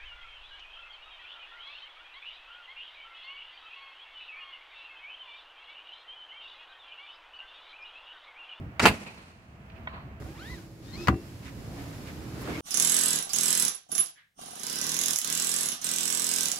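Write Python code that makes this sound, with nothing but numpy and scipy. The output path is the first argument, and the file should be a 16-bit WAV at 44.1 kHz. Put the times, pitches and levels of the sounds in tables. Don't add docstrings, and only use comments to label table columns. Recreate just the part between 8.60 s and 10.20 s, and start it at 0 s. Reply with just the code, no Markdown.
import sys
import numpy as np
from scipy import signal
from scipy.fft import rfft, irfft
from scipy.io import wavfile
from scipy.ndimage import uniform_filter1d, minimum_filter1d

SR = 44100
rng = np.random.default_rng(int(sys.argv[2]) if len(sys.argv) > 2 else 0)


def file_out(sig):
    cols = np.atleast_2d(sig).T
    lim = np.clip(cols, -1, 1)
    pcm = np.round(lim * 32767).astype(np.int16)
    wavfile.write(sys.argv[1], SR, pcm)


N = 70560

VALVE_S, MUZZLE_S = 0.1952, 0.2555
VALVE_PAN_DB, RUSH_PAN_DB, NEAR_PAN_DB = -1, -1, -1
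FAR_PAN_DB, TICK_PAN_DB, AIR_PAN_DB = -1.9, -10, -3


def amp(db):
    return 10 ** (np.asarray(db) / 20)


def clock():
    return np.arange(N) / SR


def bins():
    return np.maximum(np.arange(N // 2 + 1) * SR / N, 1)


def along_hz(points):
    hz, value = np.array(points).T
    return np.interp(np.log(bins()), np.log(hz), value)


def octaves(points):
    f = bins()
    low_end = np.minimum(f / points[0][0], 1) ** 2
    high_end = np.minimum(points[-1][0] / f, 1) ** 2
    per_octave = np.sqrt(SR / 2 / f / np.log(2))
    return amp(along_hz(points)) * low_end * high_end * per_octave


def resonances(modes):
    f = bins()
    power = sum(amp(db) ** 2 / (1 + ((f - hz) / width_hz) ** 2) ** 2 for hz, width_hz, db in modes)
    return np.sqrt(power / power.mean())


# f/Hz, side over mid/ratio
STEREO_WIDTH = [(31, 0.13), (255, 0.15), (710, 0.42), (1410, 0.96), (2650, 0.81), (5050, 0.82)]


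def noise(gain, spread=1):
    mid, side = np.sqrt(N) * np.exp(2j * np.pi * rng.random((2, N // 2 + 1)))
    side = side * along_hz(STEREO_WIDTH) * spread
    return irfft(gain * np.array([mid + side, mid - side]), N)


def ring(modes, full_skew_hz):
    out = 0
    chances = rng.uniform(-np.pi, np.pi, (len(modes), 2))
    for (hz, db), (phase, skew) in zip(modes, chances):
        apart = skew * min(hz / full_skew_hz, 1) * np.array([[0.5], [-0.5]])
        out = out + amp(db) * np.sin(2 * np.pi * hz * clock() + phase + apart)
    return out


def burst(start, rise, hold, t60):
    t = clock() - start
    release = np.maximum(t - rise - hold, 0)
    return np.clip(t / rise, 0, 1) * np.exp(-np.log(1000) * release / t60)


def swell(peak, rise_t60, fall_t60):
    t = clock() - peak
    return np.exp(-np.log(1000) * np.maximum(-t / rise_t60, t / fall_t60))


def dull(cut_hz, order=2):
    return 1 / np.sqrt(1 + (bins() / cut_hz) ** (2 * order))


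def walk(rate_hz):
    k = int(SR / rate_hz)
    w = uniform_filter1d(uniform_filter1d(rng.standard_normal(N), k), k)
    return w / w.std()


def pan(x, db):
    return x * amp(np.array([[db], [-db]]) / 2)


# f/Hz, level/(dB per octave)
WIND_BANDS = [(21, -79), (41, -64.5), (71, -48), (112, -49), (205, -52.5), (355, -60), (710, -76)]
# t/s, level/dB
WIND_SWELL = [(0, 7.5), (.16, -1.5), (.91, 1), (1.16, 0), (1.36, 0.5), (1.59, 3)]
# f/Hz, level/(dB per octave)
RIVER_BANDS = [(152, -71.5), (405, -63), (710, -59.5), (1410, -62), (2700, -63.5), (3550, -74.5),
               (6050, -80), (10100, -84), (15100, -77.5)]
# f/Hz, width/Hz, relative level/dB
HUM_MODES = [(657.7, 4.2, -2), (708, 6.3, -12.5), (768, 3.8, -15.5)]
HUM_DB = -63.5


def outdoors():
    wind_db = np.interp(clock(), *np.array(WIND_SWELL).T) + 1.3 * walk(rate_hz=18)
    wind = noise(octaves(WIND_BANDS)) * amp(wind_db)
    river = noise(octaves(RIVER_BANDS), spread=1.4) * amp(0.51 * walk(rate_hz=10))
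    hum = amp(HUM_DB) * noise(resonances(HUM_MODES))
    return wind + pan(river + hum, AIR_PAN_DB)


# t/s, level/dB
TICK_TIMES = [(1.1, -54), (1.1188, -62)]


def ticks():
    colour = resonances([(2600, 480, 1), (4620, 820, -18)])
    envelope = amp(-63) * burst(1.145, rise=0.012, hold=0.025, t60=0.06)
    for start_s, db in TICK_TIMES:
        envelope = envelope + amp(db) * burst(start_s, rise=0.00071, hold=0.0021, t60=0.025)
    return noise(colour) * envelope


# t/s, level/dB, rise/s, t60/s, air cut-off f/Hz
SLOPE_ECHOES = [(0.461, -47, 0.0033, 0.35, 12000), (0.57, -52, 0.0087, 0.49, 7100),
                (.66, -62, .03, .9, 10000), (1.091, -66, 0.0094, 0.38, 3550),
                (1.276, -56, 0.011, 0.25, 3050), (1.326, -53, .013, .42, 2900)]
# f/Hz, relative level/(dB per octave)
SLOPE_BANDS = [(61, -9), (192, 1.5), (355, -7), (710, 1.5), (1060, -0.5), (1620, -0.5), (2650, 1),
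               (3450, -5), (4450, 2.5), (5550, -36), (15100, -22)]
# f/Hz, width/Hz, relative level/dB
FIRST_ECHO_RESONANCES = [(177, 45, 5), (850, 99, -5.5), (2490, 200, -0.5)]
FIRST_ECHO_S, FIRST_ECHO_DB = 0.463, -36


def slope_echoes():
    first = noise(resonances(FIRST_ECHO_RESONANCES))
    out = amp(FIRST_ECHO_DB) * first * burst(FIRST_ECHO_S, rise=0.0029, hold=0.016, t60=0.18)
    for start_s, db, rise_s, t60_s, cut_hz in SLOPE_ECHOES:
        smear = noise(octaves(SLOPE_BANDS) * dull(cut_hz), spread=1.8)
        out = out + amp(db) * smear * burst(start_s, rise_s, 0, t60_s)
    return out


# f/Hz, relative level/dB
CLIFF_RESONANCES = [(640, -5), (790, -12.5), (1020, 0.5), (1230, -9.5), (1480, -1), (1900, 1), (2200, 0),
                    (2620, -10.5), (3180, -6), (3720, -17.5), (4200, -27)]
CLIFF_S, CLIFF_DB, CLIFF_T60_S = 1.2724, -33.5, 0.033
CLIFF_LAG_S = 0.00022


def cliff_echo():
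    clap = ring(CLIFF_RESONANCES, full_skew_hz=9000)
    clap = clap * burst(CLIFF_S, rise=0.00071, hold=0.003, t60=CLIFF_T60_S)
    clap[0] = np.interp(clock() - CLIFF_LAG_S, clock(), clap[0])
    note = noise(resonances([(1050, 95, 0), (1300, 200, -9)]), spread=1.4)
    note = note * burst(1.282, rise=0.032, hold=0.085, t60=0.16)
    return amp(CLIFF_DB) * clap + amp(-53) * note


# f/Hz, level/(dB per octave)
SCATTER_BANDS = [(41, -53.5), (92, -51.5), (205, -34.5), (355, -41.5), (810, -41), (1510, -44), (2650, -38),
                 (3450, -48), (4650, -46.5), (6050, -47.5), (9050, -49), (15100, -60.5)]
SCATTER_SPLIT_HZ, SCATTER_T60_S, SCATTER_TREBLE_T60_S = 9300, 1.33, 1.31


def scatter():
    grainy = noise(octaves(SCATTER_BANDS), spread=1.35) * amp(1.55 * walk(rate_hz=95))
    spectrum = rfft(grainy)
    low_gain = dull(SCATTER_SPLIT_HZ)
    low = irfft(spectrum * low_gain, N)
    treble = irfft(spectrum * (1 - low_gain), N)
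    low_tail = low * burst(MUZZLE_S, rise=0.034, hold=0.04, t60=SCATTER_T60_S)
    return low_tail + treble * burst(MUZZLE_S, rise=0.034, hold=0.04, t60=SCATTER_TREBLE_T60_S)


# f/Hz, width/Hz, relative level/dB
VALVE_RESONANCES = [(1383, 420, 5), (1890, 160, 8), (2420, 110, -12), (2850, 370, -1), (4100, 200, -18),
                    (4670, 190, -6), (7100, 510, -12.5)]
# f/Hz, level/(dB per octave)
VALVE_BODY_BANDS = [(62, -38), (185, -42), (355, -31), (710, -30), (1410, -25), (2650, -23.5),
                    (4050, -33.5), (7050, -35.5), (10100, -42), (15100, -52)]
VALVE_RING_DB, VALVE_RISE_S, VALVE_HOLD_S, VALVE_T60_S = -26.5, 0.00072, 0.0052, 0.062


def valve():
    rattle = amp(VALVE_RING_DB) * noise(resonances(VALVE_RESONANCES), spread=0.63)
    rattle = rattle * burst(VALVE_S, VALVE_RISE_S, VALVE_HOLD_S, VALVE_T60_S)
    body = noise(octaves(VALVE_BODY_BANDS), spread=0.75)
    return rattle + body * burst(VALVE_S, VALVE_RISE_S, hold=0.0042, t60=0.072)


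# f/Hz, level/(dB per octave)
LEAK_BANDS = [(310, -24.5), (1010, -55), (2550, -46), (4550, -31), (7050, -36.5), (9050, -38.5),
              (11100, -44), (15100, -48)]
# f/Hz, level/(dB per octave)
GROWL_BANDS = [(31, -52), (82, -30.5), (205, -23.5), (405, -34), (810, -26.5), (1410, -25), (2750, -23.5),
               (3550, -43), (8100, -68)]


def barrel_rush():
    opened = np.clip((clock() - VALVE_S) / 0.03, 0, 1)
    hiss = noise(octaves(LEAK_BANDS)) * burst(VALVE_S + 0.017, rise=0.018, hold=0.012, t60=0.085)
    growl = noise(octaves(GROWL_BANDS), spread=0.61)
    growl = growl * swell(MUZZLE_S - 0.002, rise_t60=0.19, fall_t60=0.07)
    return hiss + opened * growl


# f/Hz, relative starting level/dB
BARREL_MODES = [(202, -14), (265, -17.5), (390, -31), (428, -13), (671, -18.5), (702, -23), (860, -21),
                (1008, -15), (1206, -21.5), (1639, -17), (2205, -21.5), (2299, -15), (2636, -14.5),
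                (2903, -30), (4460, -46)]
# f/Hz, level/(dB per octave)
JET_BANDS = [(102, -49), (355, -18), (710, -18), (1410, -16), (2750, -11), (3450, -19.5), (4550, -16),
             (5550, -29.5), (8850, -21.5), (10100, -25.5), (15100, -29.5)]
# f/Hz, level/(dB per octave)
BUFFET_BANDS = [(21, -43), (46, -36), (82, -21), (162, -25.5), (240, -22.5), (420, -29.5), (710, -27)]
BARREL_DB, BARREL_T60_S, BARREL_HOLD_S = -0.5, 0.13, 0.016


def exhaust():
    pipe = amp(BARREL_DB) * ring(BARREL_MODES, full_skew_hz=2600)
    pipe = pipe * burst(MUZZLE_S - 0.0025, rise=0.0016, hold=BARREL_HOLD_S, t60=BARREL_T60_S)
    jet = noise(octaves(JET_BANDS)) * amp(2.1 * walk(rate_hz=370))
    jet = jet * burst(MUZZLE_S - 0.0011, rise=0.0014, hold=0.015, t60=0.13)
    buffet = noise(octaves(BUFFET_BANDS))
    buffet = buffet * burst(MUZZLE_S - 0.0032, rise=0.0042, hold=0.056, t60=0.14)
    return pipe + pan(jet, db=-1) + buffet


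# t/s, peak level before colour/dB
SHOCK_FRONTS = [(.2556, 9), (0.2591, 5), (0.2613, 7.5), (0.2673, -1), (0.2763, -3), (0.2788, -2)]
# f/Hz, gain/dB
SHOCK_GAINS = [(41, -14), (205, 0.5), (1010, -0.5), (2750, 4.5), (4050, -5), (8100, 1), (15100, -24)]
SHOCK_LENGTH_S, SHOCK_LEFT_LAG_S = 0.00072, 0.000045


def shocks():
    out = np.zeros((2, N))
    lag_s = np.array([[SHOCK_LEFT_LAG_S], [0]])
    for start_s, db in SHOCK_FRONTS:
        u = (clock() - start_s - lag_s) / SHOCK_LENGTH_S
        inside = (u >= 0) & (u < 1)
        out += amp(db) * (1 - 2 * u) * inside
    return irfft(rfft(out) * amp(along_hz(SHOCK_GAINS)), N)


def scene():
    far = pan(scatter() + slope_echoes() + cliff_echo(), FAR_PAN_DB)
    before_pop = pan(valve(), VALVE_PAN_DB) + pan(barrel_rush(), RUSH_PAN_DB)
    shot = pan(shocks() + exhaust(), NEAR_PAN_DB)
    return outdoors() + pan(ticks(), TICK_PAN_DB) + far + before_pop + shot


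AGC_TOP_DB, AGC_HOLD_S, AGC_DB_PER_S = -9, 0.5, 18.5
TOP_HZ = 15800


def record(dry):
    power = uniform_filter1d(np.mean(dry ** 2, axis=0), size=220)
    level_db = 10 * np.log10(np.maximum(power, 1e-12))
    over_db = np.maximum(level_db - AGC_TOP_DB, 0)
    half_hold = int(AGC_HOLD_S * SR / 2)
    held_db = -minimum_filter1d(-over_db, 2 * half_hold + 1, origin=half_hold, mode="constant")
    recovery_db = AGC_DB_PER_S * clock()
    cut_db = np.maximum.accumulate(held_db + recovery_db) - recovery_db
    cut_db = uniform_filter1d(cut_db, size=64)
    clipped = np.clip(dry * amp(-cut_db), -1, 1)
    top_cut = signal.ellip(10, 0.2, 80, TOP_HZ, fs=SR, output="sos")
    return signal.sosfilt(top_cut, clipped)


dry = scene()
out = record(dry)
file_out(out)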